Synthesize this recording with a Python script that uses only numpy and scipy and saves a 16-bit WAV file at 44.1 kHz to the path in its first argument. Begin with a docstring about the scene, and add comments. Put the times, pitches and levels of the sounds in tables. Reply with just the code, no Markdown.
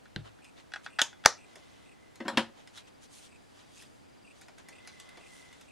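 """Closing an ink pad

A plastic ink pad is dabbed on a craft table, which booms. Its lid taps, scrapes into place and snaps
shut, and the pad is put aside with a knock. Each hit is a push and a scrape that make the object ring.
Then fingers slide over a paper cover with a grainy hiss and handle a scrap of card, which ticks.
The room is small and dry, the microphones close. Faint regular chirps, likely an insect outside,
a trill and a thin whistle come through the quiet."""
import sys
import numpy as np
from scipy import signal
from scipy.fft import rfft, irfft
from scipy.io import wavfile
from scipy.ndimage import uniform_filter1d

SR = 44100
rng = np.random.default_rng(int(sys.argv[2]) if len(sys.argv) > 2 else 0)


def unload_audio(sound):
    """Save the sound as a 16-bit wav file, at the path given as the first command line argument."""
    columns = np.transpose(np.atleast_2d(sound))
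    # keep every value between -1 and 1, then stretch to whole-number steps
    steps = np.round(np.clip(columns, -1, 1) * 32767)
    wavfile.write(sys.argv[1], SR, steps.astype(np.int16))


N = 251811
HZ = np.fft.rfftfreq(16384, 1 / SR)  # the pitches at which a hit is shaped


def gain_of(db):
    """Turn decibels into a number to multiply by."""
    return 10 ** (np.asarray(db) / 20)


def unit_power(x):
    """Scale a signal to an average power of one."""
    return x / np.sqrt(np.mean(x ** 2) + 1e-20)


def curve_at(points, hz):
    """Read between a table's points, with every octave equally wide."""
    pitches, values = np.transpose(points)
    return np.interp(np.log(hz + 1), np.log(pitches + 1), values)


def add(mix, start_s, sound):
    """Mix a sound in at its start time."""
    part = mix[round(start_s * SR):][:len(sound)]
    part += sound[:len(part)]


# How alike noise is at the two microphones: pitch_hz, likeness (1 the same, -1 opposite)
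LIKENESS = [(60, -0.6), (180, -0.74), (550, -0.7), (1650, 0.014), (5000, 0.66), (15000, 0.25)]
def noise_pair(size):
    """Left and right noise, cut into short slices and split by pitch."""
    slices, hz = N // (size // 4) + 5, np.fft.rfftfreq(size, 1 / SR)
    a, b, c, d = rng.standard_normal((4, slices, len(hz)))
    same = np.clip(curve_at(LIKENESS, hz), -1, 1)
    left = a + 1j * b
    right = same * left + np.sqrt(1 - same ** 2) * (c + 1j * d)
    return np.arange(slices) * (size // 4) / SR, hz, np.array([left, right])


def to_sound(slices):
    """Join the slices into a left and right sound."""
    size = 2 * slices.shape[2] - 2
    return signal.istft(slices.transpose(0, 2, 1), nperseg=size, noverlap=size - size // 4)[1][:, :N]


# The tone of the still room: pitch_hz, relative_db
HUSH_TONE = [(20, -14.5), (100, 1), (150, -2.5), (270, 1), (400, -3.5), (760, -6.5), (1100, -12),
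             (2300, -16.5), (3000, -19), (5000, -24), (7500, -26.5), (10500, -31), (13000, -36.5),
             (16000, -34.5)]
def hush(level_db=-55.5):
    """The room's steady, low background noise."""
    _, hz, noise = noise_pair(2048)
    return gain_of(level_db) * unit_power(to_sound(noise * gain_of(curve_at(HUSH_TONE, hz))))


def fuzzy_tone(t, pitch_hz, width_hz):
    """Noise kept close to one pitch sounds like a wavering tone."""
    hz = np.fft.rfftfreq(len(t), 1 / SR)
    band = rfft(rng.standard_normal(len(t))) / (1 + ((hz - pitch_hz) / width_hz) ** 4)
    return unit_power(irfft(band, len(t)))


# When the whistle sounds: start_s, length_s, level_db
WHISTLE_TIMES = [(0.698, 1.65, -71), (4.599, 1.035, -62)]
def whistle():
    """A faint, unsteady high tone with a weaker one above it."""
    out = np.zeros(N)
    for start_s, length_s, db in WHISTLE_TIMES:
        t = np.arange(int(length_s * SR)) / SR
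        tone = fuzzy_tone(t, 2034, width_hz=70) + gain_of(-12) * fuzzy_tone(t, 3460, width_hz=140)
        add(out, start_s, gain_of(db) * tone * signal.windows.tukey(len(t), .25))
    return out


def insect(first_s=.412, every_s=.478, length_s=.103, pitch_hz=2560, throb_hz=33):
    """Short, throbbing chirps with a shrill edge come at an even pace."""
    out = np.zeros(N)
    t = np.arange(int(length_s * SR)) / SR
    throb = 1 - .5 * np.cos(2 * np.pi * throb_hz * t)
    for start_s in np.arange(first_s, N / SR, every_s):
        hz = pitch_hz * (1 + .011 * rng.standard_normal())
        call = fuzzy_tone(t, hz, width_hz=230) + gain_of(-9) * fuzzy_tone(t, hz * 3.25, width_hz=900)
        db = -62.5 - 13 * np.exp(-((start_s - 2.47) / .54) ** 2)  # fainter for a while midway
        add(out, start_s, gain_of(db) * call * throb * signal.windows.tukey(len(t), .4))
    return out


def trill(start_s=2.75, length_s=2.6, pulse_hz=22):
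    """One thin, very faint tone pulses quickly."""
    out = np.zeros(N)
    t = np.arange(int(length_s * SR)) / SR
    tone = fuzzy_tone(t, 4800, width_hz=100) * (1 - np.cos(2 * np.pi * pulse_hz * t))
    add(out, start_s, gain_of(-78) * tone * signal.windows.tukey(len(t), .1))
    return out


# The tone of rubbed paper: pitch_hz, relative_db
PAPER_TONE = [(200, -9), (700, -1), (1600, 0), (2400, -2), (3400, 3), (4600, -3), (7000, -4), (9500, -8),
              (11500, -17), (13500, -21), (16000, -33)]
def paper_tone(hz, tilt_db):
    """The hiss of paper, tilted brighter or duller at the same power."""
    octaves = np.log2(np.clip(hz, 500, 9000))
    tone = gain_of(curve_at(PAPER_TONE, hz) + np.outer(tilt_db, octaves))
    return tone / np.sqrt(np.mean(tone ** 2, axis=1, keepdims=True))


# Single finger swipes over paper: middle_s, half_length_s, level_db, tilt_db_per_octave
FINGER_SWIPES = [(0.271, 0.018, -50.5, -5.5), (.592, 0.019, -54.5, -3.5), (.85, 0.01, -53.5, -0.5),
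                 (2.594, 0.028, -57, -3.5), (2.777, 0.024, -51, -1), (2.882, 0.0086, -55, -2.5),
                 (3.04, .016, -56, 1.5), (3.163, .035, -54.5, 5.5), (3.247, 0.025, -55, 1.5),
                 (3.595, 0.031, -58, -2.5), (3.789, 0.047, -58, 4), (4.598, 0.016, -55.5, -5),
                 (5.356, .08, -60.5, 6)]
# Steady rubbing as the pad is carried, then the card handled: time_s, relative_db, tilt_db_per_octave
PAD_CARRYING = [(1.5, -63.5, -2.5), (1.754, -63, -2.5), (1.866, -69, -1), (2.05, -92, -18)]
CARD_HANDLING = [(3.35, -77.5, 4), (3.75, -67, 0), (3.98, -75, 9), (4.17, -96, -4), (4.38, -65, 1.5),
                 (4.54, -80, -3), (4.73, -62, -5.5), (4.95, -61, -1.5), (5.15, -60, -4.5),
                 (5.6, -62.5, -1.5), (5.7, -70.5, -1)]
def rubbing(fade_s=.048, patchy_db=2, grain_db=1.8):
    """Skin and card drag over paper fibres and make a grainy hiss that swells with each swipe."""
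    t, hz, noise = noise_pair(256)
    power = 0
    for middle_s, half_s, db, tilt_db in FINGER_SWIPES:
        swell = gain_of(db) * np.exp(-((t - middle_s) / half_s) ** 2 / 2)
        power = power + (swell[:, None] * paper_tone(hz, tilt_db)) ** 2
    for rub in (PAD_CARRYING, CARD_HANDLING):
        times, db, tilt_db = np.transpose(rub)
        outside_s = t - np.clip(t, times[0], times[-1])
        level = gain_of(np.interp(t, times, db) + 1) * np.exp(-(outside_s / fade_s) ** 2)
        power = power + (level[:, None] * paper_tone(hz, np.interp(t, times, tilt_db))) ** 2
    patches = uniform_filter1d(rng.standard_normal(power.shape), size=16, axis=0)  # smooth in time
    patches = unit_power(uniform_filter1d(patches, size=4, axis=1))  # and in pitch
    fibres = unit_power(uniform_filter1d(rng.standard_normal(N), size=60))
    hiss = to_sound(noise * np.sqrt(power) * gain_of(patchy_db * patches)) / to_sound(noise).std()
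    return hiss * gain_of(grain_db * fibres)


# How long the room's echo takes to fade by 60 dB: pitch_hz, fade_s
ECHO_FADE = [(100, 0.1), (400, 0.17), (1500, .21), (5000, 0.21), (12000, 0.15)]
# The tone of the echo: pitch_hz, relative_db
ECHO_TONE = [(60, -27), (200, -4), (550, 3.5), (1500, -1.5), (2500, -6), (4500, -1.5), (8000, 0),
             (11000, 2), (15000, -12.5)]
# How unlike the echo is on the left and right: pitch_hz, side_share
ECHO_WIDTH = [(100, .3), (400, .2), (1200, .12), (3000, .18), (6000, .35), (10000, .7)]
def room(direct, sent, echo_db, pan_db=0, spread=1, build_s=.0017):
    """Sound reaches two microphones directly, then as a short wash of echoes."""
    hz, t, noise = signal.stft(rng.standard_normal((2, SR // 2)), SR, nperseg=256)
    noise *= gain_of(curve_at(ECHO_TONE, hz)[:, None] - 60 * t / curve_at(ECHO_FADE, hz)[:, None])
    noise[1] *= spread * curve_at(ECHO_WIDTH, hz)[:, None]
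    mid, side = signal.istft(noise, SR, nperseg=256)[1]
    build_up = 1 - np.exp(-(np.arange(len(mid)) / SR / build_s) ** 2)
    tail = np.array([mid + side, mid - side]) * build_up
    echo = signal.fftconvolve(sent[None], tail / np.linalg.norm(tail[0]), axes=1)[:, :N]
    lead = .32 * np.gradient(direct)  # one microphone hears it a tiny bit sooner
    pair = np.array([direct - lead, direct + lead]) + gain_of(echo_db) * echo
    return pair * gain_of([[pan_db / 2], [-pan_db / 2]])


def tone_filter(gain):
    """A filter of this shape that never rings before the hit."""
    log_gain = np.log(np.maximum(gain / gain.max(), 1e-4))
    mirrored = np.r_[log_gain, log_gain[-2:0:-1]]
    return np.exp(np.conj(signal.hilbert(mirrored)))[:len(gain)]


def ringing(notes):
    """A struck object rings at its own notes, each fading by 60 dB in fade_s."""
    delay = np.exp(-2j * np.pi * HZ / SR)
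    out = 0
    for k, (hz, db, fade_s) in enumerate(notes):
        decay = np.exp(-np.log(1000) / (fade_s * SR))
        feedback = 1 - 2 * decay * np.cos(2 * np.pi * hz / SR) * delay + (decay * delay) ** 2
        direction = (-1) ** k  # neighbouring notes swing opposite ways
        out = out + direction * gain_of(db) * (1 - decay) * (1 - delay ** 2) / feedback
    return out


def hits(rows, notes, grit, clack, clack_s):
    """A push and a scrape ring an object's main notes and a clack of many lesser ones."""
    direct, sent, response = np.zeros(N), np.zeros(N), ringing(notes)
    t = np.arange(2 * len(HZ) - 2) / SR
    hz, note_db, _ = np.transpose(notes)
    outline = gain_of(curve_at(np.c_[hz, note_db], HZ))  # the object's overall tone
    roll_off = np.hypot(1, (hz[0] / (HZ + 1)) ** 2) * np.hypot(1, (HZ / hz[-1]) ** 4)
    outline = tone_filter(outline / roll_off)
    for start_s, db, hardness_hz, bass_db, scrape_s in rows:
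        slips, lesser = rng.standard_normal((2, len(t)))
        slips = slips * abs(slips) * np.exp(-t / max(scrape_s, 1 / SR))
        force = grit * scrape_s / .00069 * slips / np.linalg.norm(slips)
        force[0] += 1  # the first push, which a long scrape outweighs
        bass = 1 + (gain_of(bass_db) - 1) / (1 + (HZ / 800) ** 4)
        contact = rfft(force) * tone_filter(bass / np.hypot(1, HZ / hardness_hz))  # softer is duller
        shapes = response, outline * rfft(lesser * np.exp(-t / clack_s)), outline
        ring, dense, smooth = (unit_power(irfft(contact * shape)[:len(t) // 2]) for shape in shapes)
        size = gain_of(db) * np.sqrt(SR / 100 / len(ring))  # level as if packed into 10 ms
        add(direct, start_s, size * unit_power(ring + clack * dense))
        add(sent, start_s, size * unit_power(smooth + .13 * ring))  # feeds the room's echo
    return direct, sent


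# Fingernails and card edges ticking: start_s, level_db, hardness_hz, bass_db
CARD_TICKS = [(0.4437, -56, 7000, 0), (1.556, -49, 6000, 12.5), (2.156, -55, 12000, -6),
              (2.674, -52, 2570, -6), (2.7752, -48, 3020, -9), (3.823, -52.5, 9000, 4),
              (4.412, -56, 8770, -6), (4.483, -52, 2370, 3), (4.6855, -48.5, 13000, 9.5),
              (4.874, -46.5, 7960, -11), (4.999, -48, 7000, -12), (5.09, -56, 8000, -15),
              (5.1723, -50.5, 1200, 7)]
# The card's notes: pitch_hz, relative_db, fade_s
CARD_NOTES = [(332, -5.5, 0.039), (603, -2.5, 0.099), (970, -0.5, 0.03), (1360, -2.5, 0.01),
              (2005, 4.5, 0.011), (2900, -0.5, 0.04), (3460, 2.5, 0.028), (5200, -1.5, 0.0047),
              (6600, 0, 0.0082), (9050, -5.5, 0.001), (12000, -10, 0.0023)]
def card_ticks(stray_count=4, scrape_s=.0035):
    """Nails and edges make tiny scrapes; fainter ones fall at random as the card is handled."""
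    strays = [(start_s, -55, 6020, -12) for start_s in rng.uniform(3.8, 5.8, stray_count)]
    rows = [(*row, scrape_s) for row in CARD_TICKS + strays]
    return room(*hits(rows, CARD_NOTES, grit=4.1, clack=.77, clack_s=.011), echo_db=-5)


# The table top's low notes: pitch_hz, relative_db, fade_s
TABLE_NOTES = [(60, -8, 0.62), (108, 3, 0.36), (150.4, 9, 0.108), (178, -1, 0.084), (247, -18, 0.26),
               (326, -17, 0.28)]
def table_boom():
    """The table top gives under the pad and booms, at the dab and when the pad is put aside."""
    t = np.arange(SR // 2) / SR
    ring = sum(gain_of(db - 60 * t / fade_s) * np.sin(2 * np.pi * hz * t)
               for hz, db, fade_s in TABLE_NOTES)
    boom = np.zeros(N)
    for start_s, db in ((.1645, -29.5), (2.376, -41)):
        add(boom, start_s, -gain_of(db) * ring / abs(ring).max())
    return room(boom, boom, echo_db=9, spread=2.9)


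# The pad meeting the table: start_s, level_db, hardness_hz, bass_db, scrape_s
PAD_DABS = [(.1611, -35.5, 9000, 0, 0.0012)]
# The pad's notes: pitch_hz, relative_db, fade_s
PAD_NOTES = [(590, 2, 0.016), (870, -1.5, 0.021), (996, 2, 0.019), (1600, -0.5, 0.022), (1940, 1, 0.016),
             (3040, -4, 0.014), (4070, -3.5, 0.02), (4870, -15, .01), (5360, -18, 0.013),
             (8100, -23, 0.0065)]
def pad_dab():
    """The plastic pad rings briefly as it touches the table."""
    return room(*hits(PAD_DABS, PAD_NOTES, grit=1, clack=.44, clack_s=.002), echo_db=-12.5)


# The pad landing, edge after edge: start_s, level_db, hardness_hz, scrape_s
PAD_KNOCKS = [(2.2027, -34, 1200, 0.002), (2.281, -27.5, 6900, 0.001), (2.3726, -17.5, 8500, 0.000057)]
# The pad dragging between knocks: start_s, level_db, scrape_s
PAD_DRAGS = [(2.249, -34, 0.023), (2.32, -37, 0.09)]
# The notes of the surface it lands on: pitch_hz, relative_db, fade_s
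SURFACE_NOTES = [(206, 0, 0.16), (228.4, 10.5, 0.2), (280, 0.5, 0.14), (339, 6, 0.15), (448, -10, 0.12),
                 (546, 3.5, 0.24), (606, -4, 0.12), (802, -1, 0.093), (960, 3, 0.12), (1143, -2, 0.071),
                 (1290, -1.5, 0.23), (1824, 5.5, 0.056), (1840, 2.5, 0.058), (2390, -1, 0.089),
                 (2700, 4, 0.05), (3280, 2.5, 0.07), (3700, -2.5, 0.036), (4270, -4.5, 0.02),
                 (5330, -8.5, 0.028), (6400, -13.5, 0.023), (7340, -12, 0.017), (11700, -22, 0.018)]
def pad_put_aside(knock_bass_db=4.5, drag_bass_db=6.5, drag_hardness_hz=650):
    """The pad lands on its edges, drags dully in between and drops flat."""
    knocks = [(s, db, hz, knock_bass_db, scrape_s) for s, db, hz, scrape_s in PAD_KNOCKS]
    drags = [(s, db, drag_hardness_hz, drag_bass_db, scrape_s) for s, db, scrape_s in PAD_DRAGS]
    landing = hits(knocks + drags, SURFACE_NOTES, grit=.6, clack=.93, clack_s=.015)
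    return room(*landing, echo_db=-5.5, pan_db=1.5, spread=1.77)


# The lid touching the case: start_s, level_db, hardness_hz
LID_TOUCHES = [(0.055, -55, 1500), (.387, -61, 1800), (0.7191, -49.5, 9000), (0.7367, -34.5, 3750),
               (0.7592, -37.5, 2300), (0.8623, -37.5, 1870), (0.9874, -27.5, 2508), (.992, -21.5, 6040),
               (1.007, -33, 1811), (1.1285, -52, 2459), (1.239, -45, 3840), (1.2499, -31.5, 4970)]
# The lid's notes: pitch_hz, relative_db, fade_s
LID_NOTES = [(647, -17, 0.022), (820, -9, 0.031), (1290, -7, 0.037), (1470, 0, .04), (1634, 1.5, .05),
             (1862, -3, .03), (2573, -8.5, 0.045), (2868, -13, .03), (3414, -9.5, 0.023),
             (3350, -1.5, 0.038), (4029, -9, 0.031), (4630, -13.5, 0.009), (5660, -14.5, .02),
             (6050, -17.5, 0.03), (7700, -18.5, 0.0116), (9700, -26, .006)]
def lid_taps(firm_db=-27.5, firm_scrape_s=.0008, doubling_db=13, bass_db=.5):
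    """The lid taps the case: the lighter the touch, the longer it scrapes."""
    rows = [(start_s, db, hardness_hz, bass_db, firm_scrape_s * 2 ** ((firm_db - db) / doubling_db))
            for start_s, db, hardness_hz in LID_TOUCHES]
    return room(*hits(rows, LID_NOTES, grit=.17, clack=.47, clack_s=.013), echo_db=-11.5, pan_db=.5)


# The lid's rim slipping: start_s, level_db, hardness_hz, bass_db, scrape_s
RIM_SCRAPES = [(1.0143, -31.5, 14080, -3, 0.0026), (1.0165, -19.5, 8870, 0, 0.00096),
               (1.0228, -34, 2000, 4, 0.0017)]
# The rim's notes: pitch_hz, relative_db, fade_s
RIM_NOTES = [(179.4, -18, 0.017), (282, -11.5, .03), (603, -8.5, .025), (915, -7, 0.065), (1250, -9, 0.045),
             (1650, -2, 0.02), (1920, -3, .025), (2820, 4, .028), (3614, 0, 0.0094), (4170, -6.5, 0.0085),
             (4980, -5.5, 0.02), (5440, -4.5, 0.026), (6540, -5.5, .03), (7400, -10, 0.011),
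             (8380, -12, .016), (9260, -9.5, 0.018), (10900, -14.5, 0.0058)]
def rim_scrape():
    """The rim scrapes down into its seat in three quick slips."""
    slips = hits(RIM_SCRAPES, RIM_NOTES, grit=1.1, clack=.91, clack_s=.0055)
    return room(*slips, echo_db=-11, pan_db=.8)


# The catch closing: start_s, level_db, hardness_hz, bass_db, scrape_s
CATCH_CLICKS = [(1.258, -21.5, 2537, 1, .0003), (1.2597, -9.5, 6990, -1, .0003)]
# The shut case's notes, damped by the palm: pitch_hz, relative_db, fade_s
CASE_NOTES = [(60, -11.5, 0.012), (172, -6.5, 0.0075), (300, -1.5, 0.0098), (600, -4, 0.014),
              (853, -0.5, 0.01964), (1030, -4.5, 0.017), (1300, -2, 0.0083), (1620, -0.5, .012),
              (1820, -1.5, 0.06), (3034, -7, 0.003), (3570, -7, 0.0025), (4480, -1, 0.039),
              (4770, -5.5, .008), (5823, -0.5, 0.004), (6720, -4, 0.014), (7864, -11.5, 0.0054),
              (10000, -13, 0.002)]
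def lid_snap():
    """The catch snaps home with two clicks so close that they sound like one."""
    clicks = hits(CATCH_CLICKS, CASE_NOTES, grit=.6, clack=.67, clack_s=.002)
    return room(*clicks, echo_db=-14.5, pan_db=1)


def scene():
    """The ink pad and the card handling, over the quiet room."""
    background = hush() + whistle() + insect() + trill()
    handling = rubbing() + card_ticks()
    ink_pad = table_boom() + pad_dab() + pad_put_aside() + lid_taps() + rim_scrape() + lid_snap()
    return background + handling + ink_pad


# How the microphones pick up high sounds: pitch_hz, gain_db
MICROPHONE_TONE = [(9000, -1), (11000, 0), (12500, -4), (16000, -8.5)]
def record(dry):
    """The microphones soften the top octave, too-loud peaks are clipped and the very top is cut."""
    tone = gain_of(curve_at(MICROPHONE_TONE, np.fft.rfftfreq(N, 1 / SR)))
    clipped = np.clip(irfft(rfft(dry) * tone, N), -1, 1)
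    top_cut = signal.firwin(255, 15900, window=("kaiser", 7), fs=SR)
    return signal.oaconvolve(clipped, top_cut[None], "same")


dry = scene()
out = record(dry)
unload_audio(out)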